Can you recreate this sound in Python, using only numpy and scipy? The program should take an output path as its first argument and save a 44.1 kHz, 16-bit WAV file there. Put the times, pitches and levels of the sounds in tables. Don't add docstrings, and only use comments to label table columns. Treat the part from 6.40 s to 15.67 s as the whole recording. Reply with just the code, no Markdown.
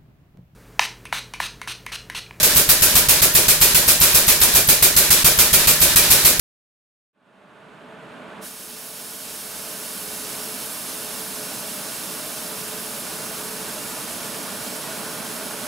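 import sys
import numpy as np
from scipy import signal
from scipy.fft import rfft, irfft
from scipy.io import wavfile

SR = 44100
rng = np.random.default_rng(int(sys.argv[2]) if len(sys.argv) > 2 else 0)


def wav_record(signal):
    frames = np.transpose(np.atleast_2d(signal))
    bounded = np.clip(frames, -1, 1)
    quanta = np.round(bounded * 32767).astype(np.int16)
    wavfile.write(sys.argv[1], SR, quanta)


N = 408807
TIME, HZ = np.arange(N) / SR, np.fft.rfftfreq(N, 1 / SR)


def gain_of(db):
    return 10 ** (np.asarray(db) / 20)


def unit_rms(x):
    return x / np.sqrt(np.mean(x ** 2) + 1e-20)


def over_hz(rows):
    f_hz, value = np.transpose(rows)
    return np.interp(np.log(HZ + 1), np.log(f_hz + 1), value)


def lift_db(modes):
    return sum(db / (1 + (2 * (HZ - f_hz) / width_hz) ** 2) for f_hz, width_hz, db in modes)


def wander(rate_hz):
    frames = N // 256 + 2
    f_hz = np.fft.rfftfreq(frames, N / SR / frames)
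    spectrum = rfft(rng.standard_normal(frames)) * np.exp(-(f_hz / rate_hz) ** 2)
    return np.interp(TIME, np.linspace(0, N / SR, frames), unit_rms(irfft(spectrum, frames)))


def lag(x, tau_s):
    pole = np.exp(-1 / (tau_s * SR))
    return signal.lfilter([1 - pole], [1, -pole], x)


def turbulence(shape_db):
    # f/Hz, correlation
    likeness = [(20, .65), (70, .75), (140, 0.99), (300, 0.91), (550, 0.88), (1400, 0.77), (3000, 0.68),
                (5200, 0.72), (6600, 0.99), (7800, 1), (8300, 0.86), (8900, .83), (9400, 1), (15000, 0.98)]
    correlation = np.clip(over_hz(likeness), 0, 1)
    shared, apart = rfft(rng.standard_normal((2, N)))
    mid, side = shared * np.sqrt(1 + correlation), apart * np.sqrt(1 - correlation)
    return unit_rms(irfft(np.array([mid + side, mid - side]) * gain_of(shape_db), N))


def blowers(level_db=-30.5, surge_db=0.3):
    # f/Hz, relative density/dB
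    rush = [(20, -23), (50, -13.5), (95, -14.5), (135, -1.5), (380, -3.5), (780, -3), (1100, -1),
            (1550, -4), (1950, -9.5), (2500, -9.5), (3500, -14.5), (5500, -29.5), (9000, -28.5),
            (15500, -47)]
    # f/Hz, width/Hz, lift/dB
    ducts = [(197, 57, 7.5), (251, 39, 6.5), (318, 24, 6), (436, 43, 7.5), (566, 27, 4.5), (608.2, 30, 10),
             (652.5, 16.5, 8.5), (695, 17, 4), (910, 16, 1.5), (1450, 46, 5), (1552, 40, 3.5),
             (1747, 37, 5)]
    roar = turbulence(over_hz(rush) + lift_db(ducts))
    return roar * gain_of(level_db + surge_db * wander(rate_hz=4.2))


def fan_hum(blade_hz=430.4, waver_hz=3.82, trim_db=-3, octave_db=-49.5, flutter_db=1.5, swell_db=1.5):
    # t/s, relative level/dB
    blade_level = [(1.2, -45.5), (1.67, -41), (2.1, -47), (2.32, -30), (2.6, -39), (3.4, -41), (3.87, -35),
                   (4.2, -43.5), (4.8, -31.5), (5.2, -42), (6.0, -43), (6.34, -37), (6.8, -40), (7.11, -38),
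                   (7.5, -48), (8.22, -43), (9.26, -44)]
    blade_db = np.interp(TIME, *np.transpose(blade_level)) + trim_db
    blade_cycles = np.cumsum(blade_hz + waver_hz * wander(rate_hz=12.1)) / SR
    octave_cycles = np.cumsum(2 * blade_hz + waver_hz * wander(rate_hz=19.5)) / SR
    draught_db = flutter_db * wander(rate_hz=18) + swell_db * wander(rate_hz=3.7)
    blade = gain_of(blade_db + draught_db) * np.sin(2 * np.pi * blade_cycles)
    octave = gain_of(octave_db + flutter_db * wander(rate_hz=8)) * np.sin(2 * np.pi * octave_cycles)
    return np.sqrt(2) * (blade + octave)


def air_valve(opens_s=2.008, travel_s=0.063, hold_s=0.94, level_db=-23, sink_db_per_s=0.92,
              flutter_db=0.18):
    # f/Hz, relative density/dB
    jet_shape = [(200, -11.5), (900, -13), (2000, -9.5), (3000, -5), (4500, -5), (5100, -3.5), (7100, -5),
                 (8400, -4), (10300, -0.5), (11500, -3), (13400, -5), (14000, -7), (15600, -9)]
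    open_s = np.maximum(TIME - opens_s, 0)
    sinking_s = np.maximum(open_s - hold_s, 0)
    jet = turbulence(over_hz(jet_shape))
    jet = jet + pipe_ring(jet, open_s)
    hiss = reflections(sizzle(jet, open_s, sinking_s))
    opening = np.minimum(open_s / travel_s, 1)
    hiss_db = level_db - sink_db_per_s * sinking_s + flutter_db * wander(rate_hz=11)
    return hiss * opening * gain_of(hiss_db)


def pipe_ring(jet, open_s, share=0.5, growth_per_s=0.13):
    # f/Hz, width/Hz, lift at share 1/dB
    pipe = [(2290, 61, 5.5), (2600, 30, 2.5), (2750, 25, 5.5), (3970, 23, 4), (4175, 94, 3), (4800, 67, 4),
            (5160, 28, 6), (5560, 26, 4.5), (5950, 22, 2.5), (7670, 120, 4), (8140, 30, 3.5), (8850, 96, 3),
            (10680, 220, 3)]
    ringing = irfft(rfft(jet) * (gain_of(lift_db(pipe)) - 1), N)
    return ringing * (share + growth_per_s * open_s)


def sizzle(jet, open_s, sinking_s, corner_hz=9000, boost_db=1.46, build_db=2, build_s=0.44,
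           sink_db_per_s=0.44, flutter_db=0.6, sway_db=0.36):
    treble = irfft(rfft(jet) / (1 + (corner_hz / (HZ + 1)) ** 8), N)
    trend_db = boost_db - build_db * np.exp(-open_s / build_s) - sink_db_per_s * sinking_s
    flicker_db = flutter_db * wander(rate_hz=11) + sway_db * wander(rate_hz=3)
    return jet + treble * (gain_of(trend_db + flicker_db) - 1)


def reflections(direct, echo_db=-8.5, decay_s=0.024, spots=3):
    spectrum, total = rfft(direct), direct
    position = np.linspace(0, spots - 1, N)
    for spot in range(spots):
        delays_s = rng.uniform(.001, .06, size=120)
        taps = np.zeros(N)
        taps[(delays_s * SR).astype(int)] = rng.choice([-1, 1], 120) * np.exp(-delays_s / decay_s)
        echoes = irfft(spectrum * rfft(taps), N) / np.linalg.norm(taps)
        nearness = np.cos(np.pi / 2 * np.clip(position - spot, -1, 1))
        total = total + gain_of(echo_db) * nearness * echoes
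    return unit_rms(total)


def scene():
    # f/Hz, left minus right/dB
    lean = [(40, -24), (110, -3.5), (350, -4), (700, -1.8), (2400, -2.5), (4800, -3), (6000, 0),
            (7800, -.2), (9300, -2), (10700, -4.5), (11900, -2), (15000, -2.5)]
    # f/Hz, left lead/rad
    lead = [(1200, 0.18), (3000, 0.092), (5200, 0.32), (6600, 0)]
    sound = blowers() + fan_hum() + air_valve()
    left = gain_of(over_hz(lean) / 2) * np.exp(.5j * over_hz(lead))
    pan = np.array([left, 1 / left])
    pan /= np.sqrt(np.mean(abs(pan) ** 2, axis=0))
    return irfft(rfft(sound) * pan, N)


def record(dry, ceiling_db=-30.5, sense_s=0.012, settle_s=0.017, fade_from_s=0.73, fade_to_s=3.84,
           cutoff_hz=15760):
    power_db = 10 * np.log10(lag(np.mean(dry ** 2, axis=0), sense_s) + 1e-12)
    reduction_db = lag(np.maximum(power_db - ceiling_db, 0), settle_s)
    held = dry / gain_of(reduction_db)
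    fade = np.clip((TIME - fade_from_s) / (fade_to_s - fade_from_s), 0, 1)
    lowpass = signal.firwin(1023, cutoff_hz, window=("kaiser", 9), fs=SR)
    return signal.oaconvolve(held * fade, lowpass[None], "same", axes=1)


dry = scene()
out = record(dry)
wav_record(out)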